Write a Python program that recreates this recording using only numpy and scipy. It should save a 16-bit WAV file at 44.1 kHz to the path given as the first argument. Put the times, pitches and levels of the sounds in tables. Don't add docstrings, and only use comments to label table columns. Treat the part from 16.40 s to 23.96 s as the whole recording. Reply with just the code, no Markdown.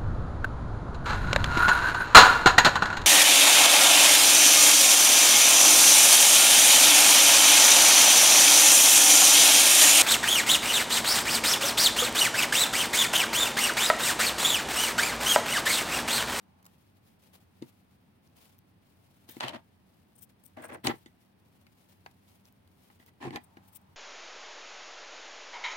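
import sys
import numpy as np
from scipy import signal
from scipy.fft import rfft, irfft
from scipy.io import wavfile

SR = 44100
rng = np.random.default_rng(int(sys.argv[2]) if len(sys.argv) > 2 else 0)


def int16_out(signal):
    q = np.round(np.clip(np.atleast_2d(signal).T, -1, 1) * 32767)
    wavfile.write(sys.argv[1], SR, q.astype(np.int16))


N = 333396

# (time [s], thud [dB], click [dB], click pitch [Hz], chatter decay [s])
TAPS = [(1.217, -43, -53, 1500, 0.0033), (1.223, -27, -38.5, 3450, 0.0059),
        (1.225, -62, -43.5, 1100, 0.0068), (2.89, -43, -40.5, 3900, 0.033),
        (2.967, -33.5, -40.5, 1700, 0.0023), (3.003, -47, -29, 3000, 0.0019),
        (3.007, -42, -17, 2920, 0.0018), (3.033, -41, -31, 3600, 0.0018), (3.0397, -36, -27, 2200, 0.0013),
        (3.048, -35.5, -28.5, 2680, 0.0029), (3.083, -61, -23, 3000, 0.0015),
        (3.092, -56, -31.5, 3560, .0015), (3.147, -42, -39, 2400, .002), (3.161, -53, -43, 2020, 0.0015),
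        (4.4705, -28, -9.5, 3900, 0.00088), (4.4725, -23, -15, 2880, 0.003),
        (4.4834, -20.5, -39, 900, .003), (4.4959, -23, -27, 910, 0.0021), (4.5093, -40, -32, 1800, 0.0032),
        (4.539, -34.5, -48, 1000, .003), (4.660, -41.5, -41.5, 3450, 0.0098),
        (5.267, -58, -48, 2600, 0.0041), (5.662, -59, -35.5, 1450, 0.003), (5.6618, -67, -39, 796, 0.0018),
        (6.2754, -72, -51, 3630, 0.0025), (6.501, -60, -48.5, 1330, 0.0038),
        (6.599, -53.5, -51, 1880, 0.0094), (6.627, -61, -54, 1290, .006), (6.681, -63.5, -50, 1300, 0.019),
        (6.9067, -33.5, -35, 2370, 0.0011), (6.959, -34, -25, 2880, 0.0034),
        (6.9598, -41, -24.5, 2000, 0.0036), (7.17, -41.5, -44.5, 1500, 0.006)]
TAP_LEFT_DB = 1.5
WANDER_DB, WANDER_PER_S = 3.5, 38


def from_db(db):
    return 10 ** (np.asarray(db) / 20)


def unit_rms(x):
    return x / np.sqrt(np.mean(x ** 2) + 1e-20)


def unit_peak(x):
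    return x / np.abs(x).max()


def at_hz(points, hz):
    point_hz, values = np.transpose(points)
    return np.interp(np.log(hz), np.log(point_hz), values)


def butter(x, hz, kind, order=2):
    sos = signal.butter(order, np.clip(hz, 10, .45 * SR), kind, fs=SR, output="sos")
    return signal.sosfilt(sos, x)


def resonance(x, hz, width_hz):
    r = np.exp(-np.pi * width_hz / SR)
    poles = [1, -2 * r * np.cos(2 * np.pi * hz / SR), r * r]
    return (1 - r * r) / 2 * signal.lfilter([1, 0, -1], poles, x + 1e-18)


def add(out, time_s, sound):
    i = int(time_s * SR)
    out[..., i:i + sound.shape[-1]] += sound[..., :N - i]


def pan(left_db):
    return from_db(np.array([[left_db], [-left_db]]) / 2) / np.sqrt(np.mean(from_db([left_db, -left_db])))


def from_left(x, lag_s=0.000323):
    left, right = x * np.ones((2, 1))
    return np.array([left, np.interp(np.arange(N) - lag_s * SR, np.arange(N), right)])


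def drift(per_s, size=N):
    knots = rng.standard_normal(4000)
    return np.interp(np.arange(size) / SR * per_s, np.arange(4000), knots) * np.sqrt(3 / 2)


def stroke(start_s, end_s, rise_s, fall_s, size=N):
    t = np.arange(size) / SR
    swell = np.interp(t, [start_s - rise_s, start_s + rise_s], [0, 1])
    return swell * np.exp(-np.clip((t - end_s + fall_s / 2) / fall_s, 0, 40))


def grains(per_s, spread_db, size=N):
    kicks = from_db(spread_db * np.minimum(rng.exponential(1, size), 4)) * rng.choice([-1, 1], size)
    return unit_rms(kicks * (rng.random(size) < per_s / SR)) + 1e-18


def bursts(force, decay_s):
    r = np.exp(-1 / (decay_s * SR))
    power = signal.lfilter([1 - r], [1, -r], force ** 2 + 1e-18)
    return np.sqrt(power) * rng.standard_normal((2, len(force)))


def coloured(sources, spectrum):
    edges_hz, out = np.geomspace(22, 17500, 30), 0
    for k, (low, high) in enumerate(zip(edges_hz, edges_hz[1:])):
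        if high > spectrum[0][0]:
            gain = from_db(at_hz(spectrum, np.sqrt(low * high)))
            out = out + gain * butter(sources[k % 2], [low, high], "band")
    return unit_rms(out)


def scatter(x, decay_s):
    t = np.arange(SR // 40) / SR
    echoes = unit_rms(rng.standard_normal((2, len(t))) * np.exp(-t / decay_s)) / np.sqrt(len(t))
    return signal.fftconvolve(x * np.ones((2, 1)), echoes, axes=1)[:, :x.shape[-1]]


def contact(chatter_s):
    t = np.arange(SR // 10) / SR
    return (t == 0) + .14 * rng.standard_normal(len(t)) * np.exp(-t / chatter_s)


def room_tone(level_db=-63.5):
    # (frequency [Hz], density [dB])
    spectrum = [(25, -22.5), (50, -13), (75, -5), (110, -3), (250, -1.5), (350, -7.5), (500, -12),
                (850, -12), (1200, -17), (2500, -21), (5000, -29.5), (7500, -41.5), (9300, -29.5),
                (11000, -40), (16000, -31)]
    # (frequency [Hz], width [Hz], lift [dB])
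    murmur = [(93, 26, 10.5), (129, 150, 2), (188.2, 19, 7)]
    # (frequency [Hz], correlation [1])
    likeness = [(50, 1), (200, 0.74), (500, 0.2), (1000, 0.052), (3000, 0.033), (15000, 0.042)]
    hz = np.maximum(np.arange(N // 2 + 1) * SR / N, 1)
    alike = at_hz(likeness, hz)
    lift_db = sum(db / (1 + (2 * (hz - centre) / width) ** 2) for centre, width, db in murmur)
    mid, side = rfft(rng.standard_normal((2, N))) * from_db(at_hz(spectrum, hz) + lift_db)
    stereo = np.sqrt(1 + alike) * mid + np.sqrt(1 - alike) * side * [[1], [-1]]
    return from_db(level_db) * unit_rms(irfft(stereo, N))


def room(x, t60_s=0.17, tail_db=-13.5, wall_cut_hz=2900, gap_s=.008):
    t = np.arange(SR // 2) / SR
    tail = rng.standard_normal((2, len(t))) * from_db(-60 * t / t60_s) * (t > gap_s)
    echoes = from_db(tail_db) * butter(unit_rms(tail), wall_cut_hz, "low", order=1)
    return x + signal.fftconvolve(x, echoes / np.sqrt(len(t)), axes=1)[:, :N]


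def forearm(edge_s=0.055):
    # (start [s], end [s], level [dB])
    arm_rubs = [(0.01, 0.303, -71.5), (6.98, 7.563, -69)]
    hollow = unit_rms(resonance(rng.standard_normal((2, N)), hz=850, width_hz=220))
    return hollow * sum(from_db(db) * stroke(start, end, edge_s, edge_s) for start, end, db in arm_rubs)


def rustle(crackle_db=-9.5, scuff_s=0.056, scuff_db=-35, scuff_max_db=-59, idle_db=-78):
    # (start [s], end [s], level [dB])
    slides = [(0.276, 0.493, -73), (0.794, 0.882, -66), (0.931, 0.982, -63), (1.001, 1.033, -64.5),
              (1.286, 1.3, -68), (1.96, 2.065, -61.5), (2.07, 2.154, -67), (2.43, 2.866, -73.5),
              (2.882, 2.963, -59), (2.961, 2.991, -55.5), (5.037, 5.299, -73), (5.368, 5.413, -67),
              (5.4, 5.805, -72), (5.488, 5.532, -63.5), (5.871, 5.973, -69), (6.05, 6.09, -66),
              (6.39, 6.581, -68.5), (6.59, 6.645, -67), (6.659, 6.698, -65.5), (7.265, 7.376, -71)]
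    # (frequency [Hz], density [dB])
    spectrum = [(300, 3.5), (800, 4), (1500, -4.5), (2800, 0), (4500, -3), (7500, -7.5), (9500, -4),
                (11000, -4.5), (15000, -4.5)]
    fibres = np.array([[grains(per_s=3500, spread_db=3.5) for side in range(2)] for source in range(2)])
    fibres = fibres + from_db(crackle_db) * bursts(grains(per_s=75, spread_db=5.0), decay_s=.0007)
    flutter = unit_rms(from_db(2.2 * drift(per_s=70)))
    power = from_db(idle_db + 3.5 * drift(per_s=21)) ** 2
    for start, end, db in slides:
        slide = stroke(start, end, rise_s=0.1 * (end - start), fall_s=0.24 * (end - start))
        power += (from_db(db) * slide) ** 2
    for time_s, thud_db, *_ in TAPS:
        scuff = stroke(time_s, time_s + scuff_s / 2, rise_s=0.001, fall_s=scuff_s)
        power += (from_db(min(thud_db + scuff_db, scuff_max_db)) * scuff) ** 2
    return pan(left_db=3) * np.sqrt(power) * flutter * coloured(fibres, spectrum)


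def brushes(graze_db=-30, graze_span=2.5):
    # (time [s], length [s], hiss [dB], port ring re hiss [dB])
    flicks = [(2.916, 0.015, -50, -11), (3.761, 0.0083, -62.5, 2), (3.789, 0.012, -57.5, -2),
              (3.812, .008, -63, -14), (3.83, 0.019, -49, -7.5), (3.846, .007, -61, -8),
              (4.039, 0.0044, -57, -3), (4.053, .011, -60, -8), (4.062, 0.0086, -50.5, -5),
              (4.079, 0.0094, -61, -5), (4.224, 0.0056, -59, 4), (4.243, .016, -64, 2),
              (4.25, 0.018, -56, 4.5), (4.287, .008, -61, -1), (4.342, 0.015, -61.5, 6),
              (4.448, 0.0082, -42, -5.5), (4.464, 0.011, -45.5, 2.5), (4.573, .005, -67, -3),
              (4.588, 0.022, -72, -0.5), (7.043, 0.011, -59.5, -4.5), (7.287, 0.019, -64, -4.5),
              (7.334, .012, -59, -9), (7.36, 0.013, -46.5, -4.5), (7.369, 0.0076, -50, -7),
              (7.417, .006, -69, -6)]
    # (frequency [Hz], density [dB])
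    spectrum = [(1500, -29), (3000, -16), (5000, -20.5), (7400, -14.5), (9500, -17.5), (11000, -11),
                (13000, -5), (15500, -3.5)]
    threads = np.array([[grains(per_s=2800, spread_db=1.7) for side in range(2)] for source in range(2)])
    hiss = unit_rms(coloured(threads, spectrum) * from_db(2 * drift(per_s=250)))
    port_ring = unit_rms(resonance(threads[0], hz=8800, width_hz=650))
    power, t = np.zeros((2, N)), np.arange(-SR // 10, SR // 10) / SR
    for time_s, length_s, db, ring_db in flicks:
        swell = np.exp(-2 * (t / length_s) ** 2)
        graze = from_db(graze_db) * np.exp(-2 * (t / length_s / graze_span) ** 2)
        add(power, time_s + t[0], (from_db([[db], [db + ring_db]]) * (swell + graze)) ** 2)
    hiss_gain, ring_gain = np.sqrt(power)
    return pan(left_db=13.5) * (hiss_gain * hiss + ring_gain * port_ring)


def board(force):
    # (frequency [Hz], gain [dB], t60 [s], left-right [dB])
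    modes = [(131.1, -14.5, 0.13, -5.5), (187, -25.5, 0.19, -5), (244.6, -8, 0.095, 10.5),
             (281, -5, 0.052, 6.5), (314, -7, 0.057, 6.5), (339.5, -11.5, 0.097, -9),
             (445, -12, 0.042, -15.5)]
    out = 0
    for hz, db, t60_s, left_db in modes:
        r = from_db(-60 / (t60_s * SR))
        r_cos = r * np.cos(2 * np.pi * hz / SR)
        mode = signal.lfilter([1, -r_cos], [1, -2 * r_cos, r * r], force + 1e-18)
        out = out + from_db(db) * pan(left_db) * mode
    return butter(butter(out, 390, "low", order=3), 85, "high")


def upper_modes(force, dense_db=-5.5):
    # (frequency [Hz], width [Hz], gain [dB], left-right [dB])
    modes = [(620, 66, 2, 0.5), (790, 300, 4, 0), (910, 26, 1, 7), (935, 44, -6.5, -7.5),
             (1120, 54, -5, -2.5), (1680, 120, -5.5, -2), (2020, 210, 4, -11), (2450, 440, -5.5, -5.5),
             (3020, 570, -10, 4.5), (3730, 590, -8, -2), (4450, 700, -22.5, 14), (5800, 2500, -19, -7.5),
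             (6700, 760, -7.5, 4), (8700, 1100, 2, 0), (11900, 1200, 5.5, -11.5)]
    dense = butter(scatter(force, decay_s=0.0014), 380, "high", order=3)
    out = from_db(dense_db) * butter(dense, 4230, "low", order=1)
    for k, (hz, width_hz, db, left_db) in enumerate(modes):
        gain = from_db(db + WANDER_DB * drift(WANDER_PER_S, len(force)))
        detune_hz = rng.uniform(-.3, .3) * width_hz
        out = out + (-1) ** k * gain * pan(left_db) * resonance(force, hz + detune_hz, width_hz)
    return out


def pin_ticks(snap_gain=0.12):
    # (time [s], level [dB], pitch [Hz])
    ticks = [(1.875, -50.5, 5300), (2.184, -45, 14500), (2.1893, -40.5, 13100), (2.895, -28, 14900),
             (6.0547, -43, 5600), (6.1253, -45, 15000), (6.663, -39, 14800)]
    out, flick = np.zeros(N), signal.unit_impulse(SR // 50)
    for time_s, db, hz in ticks:
        tick = resonance(flick, hz, width_hz=1200) + snap_gain * butter(flick, 2200, "high")
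        add(out, time_s, from_db(db) * unit_peak(tick))
    return from_left(out)


def pin_pierces(modes_db=-8, pop_db=11):
    # (time [s], level [dB])
    layers = [(.2275, -44.5), (.2452, -49), (0.2538, -37.5), (0.264, -36)]
    out = np.zeros((2, N))
    for time_s, db in layers:
        force = contact(chatter_s=0.0036)
        snap = butter(scatter(force, decay_s=0.00051), 2500, "high", order=1)
        ring = from_db(modes_db) * upper_modes(force)
        pop = from_db(pop_db) * resonance(force, hz=1240, width_hz=290)
        add(out, time_s, from_db(db) * unit_peak(snap + ring + pop))
    return from_left(out)


def click(pitch_hz, chatter_s, echo_db=-8, ring_db=1.5, dull_ratio=1.91, leak_hz=6200):
    # (frequency [Hz], width [Hz], gain [dB], left-right [dB])
    modes = [(1970, 75, -1.5, 6.5), (3000, 200, 1.5, 3), (4580, 350, 2.5, 7.5), (4750, 200, -7.5, 0),
             (9220, 1400, 8.5, 13.5)]
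    edge = signal.unit_impulse(SR // 10)
    ring = sum(from_db(db) * pan(left_db) * resonance(edge, hz, width) for hz, width, db, left_db in modes)
    direct = upper_modes(contact(chatter_s))
    echoes = butter(scatter(direct, decay_s=0.0051), 450, "high")
    tick = direct + from_db(echo_db) * echoes + from_db(ring_db) * ring
    tick = tick + resonance(tick, pitch_hz, width_hz=700)
    dull = butter(tick, dull_ratio * pitch_hz, "low")
    treble = (pitch_hz / leak_hz) ** 2 * butter(tick, dull_ratio * pitch_hz, "high", order=1)
    return unit_peak(butter(dull + treble, pitch_hz / 3, "high", order=1))


def clicks():
    out = np.zeros((2, N))
    for time_s, _, db, pitch_hz, chatter_s in TAPS:
        add(out, time_s, from_db(db) * pan(TAP_LEFT_DB) * click(pitch_hz, chatter_s))
    return from_left(out)


def knocks():
    out = np.zeros((2, N))
    thud = unit_peak(-board(signal.unit_impulse(SR // 4)))
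    for time_s, db, *_ in TAPS:
        add(out, time_s, from_db(db) * thud)
    return from_left(out)


def rasps(band_ratio=1.1, edge_s=0.0044):
    # (start [s], end [s], level [dB], band centre [Hz])
    runs = [(3.079, 3.099, -42, 2800), (3.144, 3.14, -47, 4000), (4.445, 4.468, -44, 3800),
            (4.478, 4.487, -41.5, 6500), (6.93, 6.954, -62, 4000)]
    out, size = np.zeros((2, N)), SR // 10
    for start, end, db, hz in runs:
        trips = bursts(grains(per_s=1900, spread_db=1.0, size=size), decay_s=.0004)
        band = butter(trips, [hz / band_ratio, hz * band_ratio], "band", order=1)
        rasp = unit_rms(butter(band, hz / 2, "high"))
        envelope = stroke(edge_s, edge_s + end - start, edge_s, edge_s, size)
        add(out, start - edge_s, from_db(db) * pan(TAP_LEFT_DB) * rasp * envelope)
    return out


def rub(force, spectrum, rings):
    bed = coloured([bursts(force, decay_s=.0005) for source in range(2)], spectrum)
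    out = bed
    for hz, width_hz, db, left_db in rings:
        gain = from_db(db + WANDER_DB * drift(WANDER_PER_S, len(force)))
        out = out + gain * pan(left_db) * resonance(bed, hz, width_hz)
    return out


def drags(judder_db=1.5, judder_per_s=170, focus_db=-4.5, palm_hz=137, grit_hz=1400):
    # (time [s], friction [dB], board [dB])
    curves = [
        [(3.0, -48, -53), (3.008, -44, -52), (3.019, -39, -52), (3.039, -35, -47), (3.052, -38, -46),
         (3.07, -37.5, -64), (3.09, -40.5, -49), (3.117, -51.5, -55.5), (3.145, -41, -43.5), (3.161, -41, -46),
         (3.172, -54.5, -55), (3.2, -65, -80)],
        [(4.163, -66, -62), (4.171, -48, -46), (4.184, -50.5, -48.5), (4.22, -50, -60.5), (4.25, -43, -54.5),
         (4.266, -53.5, -65.5), (4.284, -62.5, -63), (4.291, -43.5, -58.5), (4.308, -50.5, -58.5),
         (4.322, -42, -45.5), (4.335, -44.5, -50.5), (4.349, -39.5, -51.5), (4.364, -56.5, -59),
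         (4.395, -64.5, -62)],
        [(4.433, -68, -65), (4.438, -47.5, -45.5), (4.452, -35.5, -31), (4.463, -31.5, -37.5),
         (4.476, -34, -45.5), (4.497, -33.5, -37.5), (4.511, -32.5, -45.5), (4.52, -47.5, -52.5),
         (4.55, -58, -56.5)],
        [(6.8, -62, -65), (6.811, -46.5, -50), (6.825, -41.5, -46.5), (6.851, -41.5, -36), (6.863, -44.5, -40),
         (6.875, -45, -35), (6.895, -50, -61), (6.92, -57, -46.5), (6.935, -41.5, -42), (6.955, -45.5, -36),
         (6.97, -41.5, -48), (6.985, -62, -66)],
    ]
    # (frequency [Hz], density [dB])
    spectra = [
        [(370, -9), (600, 1.5), (1000, -1.5), (2000, -5.5), (3000, -8), (4300, -12.5), (5400, -22.5),
         (9500, -27), (15000, -33)],
        [(370, -1.5), (600, 3), (1000, -2.5), (1800, -4.5), (2300, -9.5), (3300, -16.5), (4800, -27),
         (9500, -29.5), (15000, -31)],
        [(370, 0), (540, -9), (750, 6.5), (1150, -1.5), (1500, -8), (3200, -11), (4500, -15), (5400, -33.5),
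         (15000, -25)],
        [(370, -3), (540, -14), (750, 8.5), (1100, 1), (1300, -11), (2200, -4), (3500, -11), (5200, -20),
         (9500, -23.5), (15000, -34)],
    ]
    # (frequency [Hz], width [Hz], gain [dB], left-right [dB])
    hollows = [
        [(645, 54, 3, 16), (920, 67, 4, -1), (1300, 55, -18, -6), (1830, 120, -4, 1), (3280, 260, -5, 0)],
        [(640, 50, -1.5, 14.5), (840, 99, -9, 7), (1610, 100, -1, -3.5), (1960, 70, -0.5, -16.5)],
        [(870, 62, -6, 7.5), (1077, 90, -8.5, -2.5), (1930, 460, 3, -3), (3140, 160, -4, -6)],
        [(750, 40, -6, -9), (1050, 74, -6, 5), (1710, 180, 6, -2)],
    ]
    # (board focus [Hz], palm boom [dB], grit fade [dB/s])
    places = [(240, 3, 25), (280, -3, 12), (270, 5, 70), (335, -16, -8)]
    out, size = np.zeros((2, N)), SR // 3
    t = np.arange(size) / SR
    for curve, spectrum, rings, place in zip(curves, spectra, hollows, places):
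        focus_hz, palm_db, fade_db_per_s = place
        times_s, *levels_db = np.transpose(curve)
        start_s, length_s = times_s[0], times_s[-1] - times_s[0]
        pull, shake = [from_db(np.interp(start_s + t, times_s, db, right=-120)) for db in levels_db]
        judder = from_db(judder_db * drift(judder_per_s, size))
        friction = rub(pull * judder * grains(per_s=3700, spread_db=2.5, size=size), spectrum, rings)
        grit_gain = from_db(fade_db_per_s * (length_s / 2 - t))
        friction = friction + (grit_gain - 1) * butter(friction, grit_hz, "high", order=1)
        body = board(shake * judder * grains(per_s=1700, spread_db=2.0, size=size))
        focus = from_db(focus_db) * resonance(body, focus_hz, width_hz=80)
        boom = from_db(palm_db) * resonance(body, palm_hz, width_hz=28)
        for part, envelope in [(body + focus + boom, shake), (friction, pull)]:
            add(out, start_s, unit_rms(part) * np.sqrt(np.mean(envelope ** 2)))
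    return from_left(out)


def scene():
    contacts = drags() + rasps() + knocks() + clicks() + pin_pierces() + pin_ticks()
    return room(contacts) + brushes() + rustle() + forearm() + room_tone()


def record(dry, cutoff_hz=16200):
    return signal.sosfilt(signal.ellip(10, .1, 70, cutoff_hz, fs=SR, output="sos"), dry)


dry = scene()
out = record(dry)
int16_out(out)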